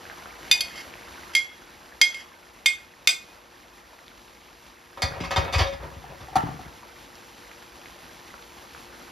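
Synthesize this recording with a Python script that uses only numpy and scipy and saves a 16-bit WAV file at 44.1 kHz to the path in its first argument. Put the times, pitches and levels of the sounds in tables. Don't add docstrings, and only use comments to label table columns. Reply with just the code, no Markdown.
import sys
import numpy as np
from scipy import signal
from scipy.fft import rfft, irfft, next_fast_len
from scipy.io import wavfile
from scipy.ndimage import uniform_filter1d

SR = 44100
rng = np.random.default_rng(int(sys.argv[2]) if len(sys.argv) > 2 else 0)


def generate_wav(signal):
    frames = np.transpose(np.atleast_2d(signal))
    scaled = np.clip(frames, -1, 1) * 32767
    pcm = np.round(scaled).astype(np.int16)
    wavfile.write(sys.argv[1], SR, pcm)


N = 401751
TIME = np.arange(N) / SR
RING = TIME[:int(.5 * SR)]
TOP_HZ = 15900


def undb(db):
    return 10 ** (np.asarray(db) / 20)


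def unit(x):
    return x / np.sqrt(np.mean(x ** 2))


def along(points, hz):
    f, value = np.transpose(points)
    return np.interp(np.log(hz + 1), np.log(f), value)


def colour(x, points, tilt_db=0):
    size = next_fast_len(len(x))
    hz = np.fft.rfftfreq(size, 1 / SR)
    octaves = np.log2(np.maximum(hz, 400) / 1000)
    gain = undb(along(points, hz) + tilt_db * octaves)
    return unit(irfft(rfft(x, size) * gain, size)[:len(x)])


def noise():
    return rng.standard_normal(len(RING))


def fade(t60):
    return np.exp(-np.log(1000) * RING / max(t60, 1e-3))


def ring(modes, scatter_db=0, detune=0):
    out = 0
    draws = rng.standard_normal((len(modes), 2))
    for k, ((hz, t60, db), (weight, shift)) in enumerate(zip(modes, draws)):
        tone = np.sin(2 * np.pi * hz * (1 + detune * shift) * RING)
        out = out + (-1) ** k * undb(db + scatter_db * weight) * fade(t60) * tone
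    return out


def add(track, s, sound):
    i = int(s * SR)
    track[i:i + len(sound)] += sound[:N - i]


def walk(rate, size=N):
    k = int(SR / rate)
    steps = np.repeat(rng.standard_normal(size // k + 1), k)
    return unit(uniform_filter1d(steps, k)[:size])


# time in seconds, level in dB.
BACKGROUND_LEVEL = [(0, -46.5), (1.3, -45.5), (1.45, -52), (1.95, -49.5), (2.35, -53), (4.9, -52),
                    (6.9, -48.5), (9.1, -47)]


def background_db(s):
    return np.interp(s, *np.transpose(BACKGROUND_LEVEL))


# pitch in Hz, rate of wander in Hz, level in dB against the background.
HUM = [(355.6, 11, -12), (476, 9, -12)]


def kitchen_hum(waver=0.23):
    out = 0
    for hz, width, db in HUM:
        strength = 1 + waver * walk(2 * width)
        out = out + undb(db) * strength * np.sin(2 * np.pi * hz * TIME + walk(width))
    return out


def bubble(hz, cycles, glide=0.047):
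    age = np.arange(int(cycles * SR / hz) + 2) * hz / (cycles * SR)
    return np.exp(-np.log(100) * age) * np.sin(2 * np.pi * cycles * age * (1 + glide * age / 2))


def swarm(count, low_hz, high_hz, cycles, spread_db, size=240):
    out = np.zeros(N)
    bursts = [bubble(hz, cycles) for hz in np.geomspace(low_hz, high_hz, size)]
    when, pitch, strength = rng.random((count, 3)).T
    louds = undb(-spread_db * np.log(np.maximum(1 - strength, 20 / count)))
    for s, k, loud in zip(when * N / SR, (pitch * size).astype(int), louds):
        add(out, s, loud * bursts[k])
    return out


# frequency in Hz, level in dB.
FIZZ = [(30, 0), (60, 5.5), (110, -3.5), (330, 1), (560, -12.5), (850, -1), (1500, -9), (2500, -7.5),
        (4500, -8), (6500, -10), (9000, -14), (12000, -12.5), (14200, -16), (15500, -38)]


def fizz(flicker_db=0.92, crackle_db=-2):
    crackle = unit(swarm(count=14000, low_hz=2340, high_hz=12900, cycles=0.98, spread_db=-1.5))
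    bed = rng.standard_normal(N) + undb(crackle_db) * crackle
    return colour(bed, FIZZ) * undb(flicker_db * walk(20))


# frequency in Hz, level in dB.
BUBBLING = [(200, -19), (550, 1.5), (850, 2), (1800, 8.5), (2800, 6.5), (5000, -14), (9000, -30)]
BUBBLES_DB, DRYING_DB_PER_S = -2, 0.5


def gurgle(surge_db=-0.1):
    bubbles = colour(swarm(count=14000, low_hz=480, high_hz=4160, cycles=24.0, spread_db=2.5), BUBBLING)
    return undb(BUBBLES_DB - DRYING_DB_PER_S * TIME + surge_db * walk(4.2)) * bubbles


def background():
    return undb(background_db(TIME)) * (fizz() + gurgle() + kitchen_hum())


# start in seconds, level in dB, pitch in Hz.
PLOPS = [(0.099, -24.5, 1750), (0.258, -25.5, 1350), (0.939, -25.5, 2400), (3.99, -34.5, 1880),
         (4.081, -29.5, 3500), (6.833, -34, 1080), (7.155, -30, 5230), (7.515, -31.5, 2340),
         (7.858, -27, 2100), (8.341, -27.5, 1360), (8.425, -33, 3400), (8.749, -28.5, 1500),
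         (8.928, -34, 1420), (9.014, -33, 1250), (9.07, -34, 1900)]
POCKET_CYCLES = 7.3
POCKET_DB, POCKET_SPREAD_DB, POCKET_HZ, POCKET_OCTAVES = 5, 2, 1450, 0.45
SPRAY_DB, SPRAY_S, SPRAY_MAX_OCTAVES = -7.5, 0.014, 0.96


def plops(count=22, droplets=3):
    out = np.zeros(N)
    for s, db, hz in PLOPS:
        add(out, s, undb(db) * bubble(hz, POCKET_CYCLES))
        for late, pitch in rng.standard_normal((droplets, 2)):
            droplet = bubble(hz * 2 ** (SPRAY_MAX_OCTAVES * np.tanh(pitch)), POCKET_CYCLES / 2)
            add(out, s + SPRAY_S * abs(late), undb(db + SPRAY_DB) * droplet)
    for s, (strength, pitch) in zip(rng.random(count) * N / SR, rng.standard_normal((count, 2))):
        db = background_db(s) + POCKET_DB + POCKET_SPREAD_DB * strength
        add(out, s, undb(db) * bubble(POCKET_HZ * 2 ** (POCKET_OCTAVES * pitch), POCKET_CYCLES))
    return out


# start in seconds, length in seconds, level in dB.
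SLIDES = [(5.036, 0.69, -41), (5.8, 0.67, -50), (6.306, 0.24, -44.5)]
SLIDE_ATTACK_S, SLIDE_RELEASE_DB_PER_S = 0.013, 54


def slide_db(s):
    pushes = []
    for start, length, db in SLIDES:
        release_db = SLIDE_RELEASE_DB_PER_S * np.maximum(s - start - length, 0)
        pushes.append(undb(db - release_db) * np.clip((s - start) / SLIDE_ATTACK_S, 0, 1))
    return 20 * np.log10(np.max(pushes, axis=0) + 1e-9)


# frequency in Hz, level in dB.
GRATING = [(35, -7), (55, 11), (95, 1), (125, 0.5), (155, 7), (200, -20), (280, -7.5), (420, -6.5),
           (850, -6), (1300, -10.5), (1900, -11.5), (3000, -24.5), (8000, -38)]


def sliding(judder_db=7.5):
    level_db = slide_db(TIME) + judder_db * np.tanh(walk(45))
    return undb(level_db) * colour(rng.standard_normal(N), GRATING)


GRAIN_DB, GRAINS_PER_S = 5, 400


def grainy_noise():
    return noise() * undb(GRAIN_DB * walk(GRAINS_PER_S, size=len(RING)))


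# frequency in Hz, level in dB.
CRACK = [(100, -21), (700, -11.5), (1300, -7), (2300, 9), (4500, 4), (7000, 1.5), (11000, -9), (15500, -16)]


def crack(t60, tilt_db=0):
    return colour(noise(), CRACK, tilt_db) * fade(t60)


# start in seconds, level in dB.
KNOCKS = [(6.040, -34.5), (6.284, -35), (6.329, -34), (6.356, -9.5), (6.3625, -11), (6.467, -31),
          (6.484, -33), (6.514, -36), (6.592, -32.5)]
# pitch in Hz, t60 in seconds, level in dB.
HOLLOW = [(700, 0.043, -4), (760, 0.042, 2.5), (895, 0.14, -13), (1096, 0.026, -16), (1185, 0.079, -16.5),
          (1335, 0.13, -21), (1903, 0.07, -25)]
# frequency in Hz, level in dB.
HOLLOW_RATTLE = [(100, -6), (550, -10), (880, 6.5), (1050, -4), (1350, -2), (1550, -13), (1880, -5),
                 (2200, -16), (2900, -13.5), (5000, -23.5), (15000, -35)]
# start in seconds, level in dB, pitch ratio.
THUDS = [(5.203, -28, 1.12), (6.358, -25.5, 0.89), (6.430, -26.5, 1.07), (6.481, -32, 0.87),
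         (6.537, -39.5, 0.965), (6.595, -43, 1), (6.657, -45, 0.9)]
# pitch in Hz before the ratio, t60 in seconds, level in dB.
THUD = [(70, .25, -11), (112, 0.15, -4.5), (155.4, 0.37, -4.5), (220, 0.12, -2.5), (269.7, 0.28, -6),
        (326, 0.071, -3), (408, 0.075, -5.5)]


def knock(crack_db=-20, rattle_db=-17, rattle_t60=0.31, thud_rise_s=0.0025):
    out = np.zeros(N)
    for s, db in KNOCKS:
        click = undb(crack_db) * crack(0.066, tilt_db=4.0)
        rattle = undb(rattle_db) * colour(grainy_noise(), HOLLOW_RATTLE) * fade(rattle_t60)
        add(out, s, undb(db) * (ring(HOLLOW, scatter_db=1.0) + click + rattle))
    for s, db, pitch in THUDS:
        body = ring([(hz * pitch, t60, mode_db) for hz, t60, mode_db in THUD], scatter_db=2.0)
        add(out, s, undb(db) * body * (1 - np.exp(-RING / thud_rise_s)))
    return out


# start in seconds, time until it is stopped in seconds, level in dB.
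FREE_RINGS = [(5.03, .06, -36), (5.368, .05, -33), (5.612, 0.093, -28)]


def rocking(hz=549, t60=1.0, rise_s=0.0098, muted_t60=0.058):
    out = np.zeros(N)
    for s, free_s, db in FREE_RINGS:
        mute = undb(-60 * np.maximum(RING - free_s, 0) / muted_t60)
        add(out, s, ring([(hz, t60, db)]) * (1 - np.exp(-RING / rise_s)) * mute)
    return out


RATTLE_T60_S, RAGGED_DB = 0.15, 4


def overtones(count=210):
    place, weight, length = rng.random((count, 3)).T
    hz = TOP_HZ * ((np.arange(count) + place + count / 6) / (count * 7 / 6)) ** 2
    t60 = RATTLE_T60_S * (.5 + length)
    db = RAGGED_DB * (2 * weight - 1) + 5 * np.log10(hz)
    return ring(np.transpose([hz, t60, db]))


# pitch in Hz, t60 in seconds, level in dB.
COUNTER = [(55.3, 0.3, -9), (76, 0.13, 0.5), (101.6, 0.12, -1), (150.5, 0.22, -8), (192, 0.041, -5),
           (259, 0.13, -12)]


def boom(contact_s):
    push = np.hanning(int(contact_s * SR) + 3)
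    return signal.fftconvolve(ring(COUNTER), push / push.sum())


# pitch in Hz, t60 in seconds,
# then level in dB when struck in the well, on the slope and on the rim.
PLATE = [(694, 0.13, -31, -30, -50), (1531.6, 0.26, -26, -27, -45), (2143, 0.25, -17.5, -1.5, 4),
         (2470, 0.48, -5.5, -17.5, -27), (3243, 0.21, -32, -10, -2.5), (3340, 0.66, -41, -25, -14.5),
         (3592, 0.087, 2.5, -8.5, -40), (4770, 0.096, -5, -27, -10), (4887, 0.11, -4, -13.5, -14),
         (4945, 0.12, -37, 2, -10.5), (5530, 0.12, -29, -27, -29), (6016, 0.069, -4, -17, -8),
         (6060, 0.09, -30, -13, -8.5), (6250, 0.1, -20.5, -5, -18), (7190, 0.13, -20, -10, -11),
         (7700, 0.2, -18, -13, -22), (9080, 0.081, -14, -14, -19), (10800, 0.049, -15, -14, -31),
         (12500, 0.038, -20, -18, -26)]
FLUTTER, FLUTTER_PER_S, FLUTTER_ONSET_S = .8, 80, .06


def plate(spot):
    depth = FLUTTER * (1 - np.exp(-(RING / FLUTTER_ONSET_S) ** 2))
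    out = 0
    for k, (hz, t60, *dbs) in enumerate(PLATE):
        wobble = walk(FLUTTER_PER_S, size=len(RING)) + 1j * walk(FLUTTER_PER_S, size=len(RING))
        tone = np.imag((1 + depth * wobble) * np.exp(2j * np.pi * hz * RING))
        tone = tone / np.sqrt(1 + 2 * depth ** 2)
        out = out + (-1) ** k * undb(np.interp(spot, np.arange(3), dbs)) * fade(t60) * tone
    return out


# start in seconds, clatter level in dB, hardness as treble tilt in
# dB per octave, boom of the counter in dB, ring of the crockery in dB before a common trim.
BUMPS = [(4.972, -37.5, -4, -50, -34.5), (5.020, -19.5, 2.5, -19, -29.5), (5.135, -39, -2.5, -46, -38),
         (5.16, -34, -5, -45, -35.5), (5.203, -32.5, 1.5, -34, -35.5), (5.238, -31.5, 1.5, -49, -33),
         (5.307, -23.5, 0, -35, -24), (5.361, -22, 1.4, -17, -21), (5.366, -24, -0.5, -25.5, -25),
         (5.443, -28.5, -3.5, -32, -38), (5.479, -33, -2.5, -45, -31), (5.525, -25, 1.5, -32, -37),
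         (5.536, -20, 1.5, -10, -28.5), (5.582, -17, -0.1, -9, -25.5), (5.604, -20.5, 0, -27.5, -23.5),
         (5.668, -36, 1.5, -43, -36), (5.725, -39, 1, -36, -39), (5.828, -35, -6.5, -35, -39),
         (5.842, -42, -12, -42, -47), (5.913, -45, -8, -44, -47), (5.956, -60, -13, -34.5, -63),
         (6.101, -41.5, -9, -51, -43.5), (6.203, -42, -2, -38, -45)]
# frequency in Hz, level in dB.
CLATTER = [(60, -2), (250, 9), (430, -2.5), (600, 7), (950, 6), (1500, -3.5), (2500, -1.5), (4000, -7.5),
           (5500, -7.5), (7500, -21), (12000, -28), (15500, -42)]
# pitch in Hz, t60 in seconds, level in dB before the tilt.
CROCKERY = [(552.5, 0.24, -8), (620, 0.24, -18), (765, 0.14, -4), (952, 0.16, -4.5), (1074, 0.082, -6),
            (1246, 0.23, -7.5), (1318, 0.36, -14.5), (1529, 0.17, -13), (1712, 0.32, -10.5),
            (1922, 0.26, -10), (2220, 0.41, -14), (2310, 0.27, -17), (2500, 0.32, -12), (2805, .18, -16),
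            (3285, 0.22, -13), (3640, 0.14, -6.5)]
CHATTER_T60_S = 0.053
HELD_T60_S = .3
CHINA_DB, CHINA_PER_TILT = -11.5, 3.7
GRIP_DETUNE, CROCKERY_DETUNE = .035, 0.0129
PRESS_S, PRESS_POWER, BOOM_LAG = 0.0209, 0.71, 0.99


def counter(ring_db=-2, rattle_db=-18, chatter_db=-8, rattle_s=0.00037):
    out, lesser = np.zeros(N), overtones()
    for s, db, tilt_db, boom_db, crockery_db in BUMPS:
        chatter = colour(grainy_noise(), CLATTER, tilt_db) * fade(CHATTER_T60_S)
        gripped = np.interp(RING * (1 + GRIP_DETUNE * rng.standard_normal()), RING, lesser)
        rattle = unit(signal.fftconvolve(chatter, gripped)[:len(RING)])
        clatter = undb(rattle_db) * rattle + undb(chatter_db) * chatter
        modes = [(hz, t60, mode_db + tilt_db * np.log2(hz / 1000)) for hz, t60, mode_db in CROCKERY]
        body = undb(crockery_db + ring_db) * ring(modes, scatter_db=4.0, detune=CROCKERY_DETUNE)
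        china = plate(rng.uniform(0, 1.92)) * fade(HELD_T60_S)
        china = undb(CHINA_DB + CHINA_PER_TILT * tilt_db) * china
        add(out, s, (undb(db) * (clatter + china) + body) * (1 - np.exp(-RING / rattle_s)))
        contact_s = PRESS_S * undb(boom_db) ** PRESS_POWER
        add(out, s + BOOM_LAG * contact_s, undb(boom_db) * boom(contact_s))
    return out + sliding()


# pitch in Hz, t60 in seconds, level in dB.
SPOON = [(3280, 0.047, -3), (4450, 0.047, 2.5), (4550, 0.012, 6), (4970, .07, -3.5), (6120, .03, -4),
         (7080, 0.13, -11.5), (10000, 0.053, -7.5), (11280, 0.046, -12), (12490, 0.045, -18),
         (13050, 0.04, -13)]
# start in seconds, plate level in dB, spot (0 well, 1 slope, 2 or more rim),
# spoon against plate in dB, crack against plate in dB, time to the first bounce in seconds.
TAPS = [(0.5129, -11, 0, -10, 3.5, 0.012), (0.6068, -26.5, 0.5, 6, 6, 0.006),
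        (1.3502, -17.5, 2.3, -5, 6, 0.015), (2.0142, -10, 1.64, -15, 3.5, 0.0012),
        (2.144, -34.5, 1.57, -17, 0, 0.00088), (2.6594, -10, 0.73, -15, 0.5, 0.00089),
        (3.0731, -9.5, 0.46, -10.5, 2, 0.017)]
CONTACT_S = 0.00027
BOUNCE_DB, BOUNCE_SHRINK, BOUNCE_STEEL_DB = -6, 0.94, -5
REST_S, MUTED_SHARE = .05, .27


def rebounds(s, gap_s, shrink, count):
    return s + np.append(0, np.cumsum(gap_s * shrink ** np.arange(count)))


def spoon_taps(crack_t60=0.024):
    out = np.zeros(N)
    damping = MUTED_SHARE + (1 - MUTED_SHARE) / (1 + (RING / REST_S) ** 6)
    rise = 1 - np.exp(-RING / CONTACT_S)
    for start, db, spot, spoon_db, crack_db, gap_s in TAPS:
        for k, s in enumerate(rebounds(start, gap_s, BOUNCE_SHRINK, count=2)):
            steel = undb(spoon_db) * ring(SPOON, scatter_db=2.0) + undb(crack_db) * crack(crack_t60)
            blow = plate(spot) * damping + undb(k * BOUNCE_STEEL_DB) * steel
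            add(out, s, undb(db + k * BOUNCE_DB) * blow * rise)
    return out


# start in seconds, length in seconds, level in dB.
SCRAPES = [(0.64, 0.18, -49.5), (0.744, 0.086, -41), (1.333, 0.015, -41.5), (1.423, 0.058, -53),
           (1.478, .09, -56), (2.09, 0.17, -47)]


def spoon_scrapes(grit_db=-3, steel_db=-3):
    out = np.zeros(N)
    rim = (plate(spot=2) + undb(steel_db) * ring(SPOON)) * fade(0.046)
    for s, length, db in SCRAPES:
        slips = noise() ** 3
        rub = unit(signal.fftconvolve(slips, rim)[:len(RING)])
        rub = rub + undb(grit_db) * colour(slips, CRACK, tilt_db=-2.5)
        k = int(length * SR)
        add(out, s, undb(db) * rub[-k:] * signal.windows.tukey(k, .5))
    return out


def kitchen(x, wet_db, t60=0.26, gap_s=0.01):
    tail = noise() * fade(t60) * (RING > gap_s)
    return x + undb(wet_db) * signal.fftconvolve(x, tail / np.linalg.norm(tail))[:N]


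# frequency in Hz, level in dB.
SIDEWAYS = [(60, -20), (150, -11), (300, -6), (800, -8), (1450, 0.5), (1900, -7), (2400, -19), (15000, -56)]


def scene():
    mid = background() + kitchen(plops(), wet_db=-10)
    mid = mid + kitchen(knock(), wet_db=-12.0)
    mid = mid + kitchen(counter() + rocking(), wet_db=-9.5)
    mid = mid + kitchen(spoon_taps() + spoon_scrapes(), wet_db=-10.0)
    walls = noise() * fade(0.36) * (RING > .003)
    hz = np.fft.rfftfreq(len(RING), 1 / SR)
    sideways = rfft(walls / np.linalg.norm(walls)) * undb(along(SIDEWAYS, hz))
    side = signal.fftconvolve(mid, irfft(sideways, len(RING)) * fade(1.6))[:N]
    return np.array([mid + side, mid - side])


# frequency in Hz, left minus right in dB.
LEAN = [(60, 1.5), (200, 2), (750, 3), (1300, 0), (2150, -4), (2500, 0.3), (4400, -0.64)]
PORT_LAG_S, PORT_LAG_ABOVE_HZ = .000161, 5250
LOW_CUT_HZ, CEILING = 40, 1.0


def record(dry):
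    size = next_fast_len(N)
    hz = np.fft.rfftfreq(size, 1 / SR)
    lag = 2 * np.pi * PORT_LAG_S * np.maximum(hz - PORT_LAG_ABOVE_HZ, 0)
    left = undb(along(LEAN, hz) / 2) * np.exp(-1j * lag / 2)
    ports = irfft(rfft(dry, size) * np.array([left, 1 / left]), size)[:, :N]
    ports = signal.sosfilt(signal.butter(4, LOW_CUT_HZ, "high", fs=SR, output="sos"), ports)
    rounded = CEILING * np.tanh(ports / CEILING)
    return signal.sosfilt(signal.ellip(8, .2, 70, TOP_HZ, fs=SR, output="sos"), rounded)


dry = scene()
out = record(dry)
generate_wav(out)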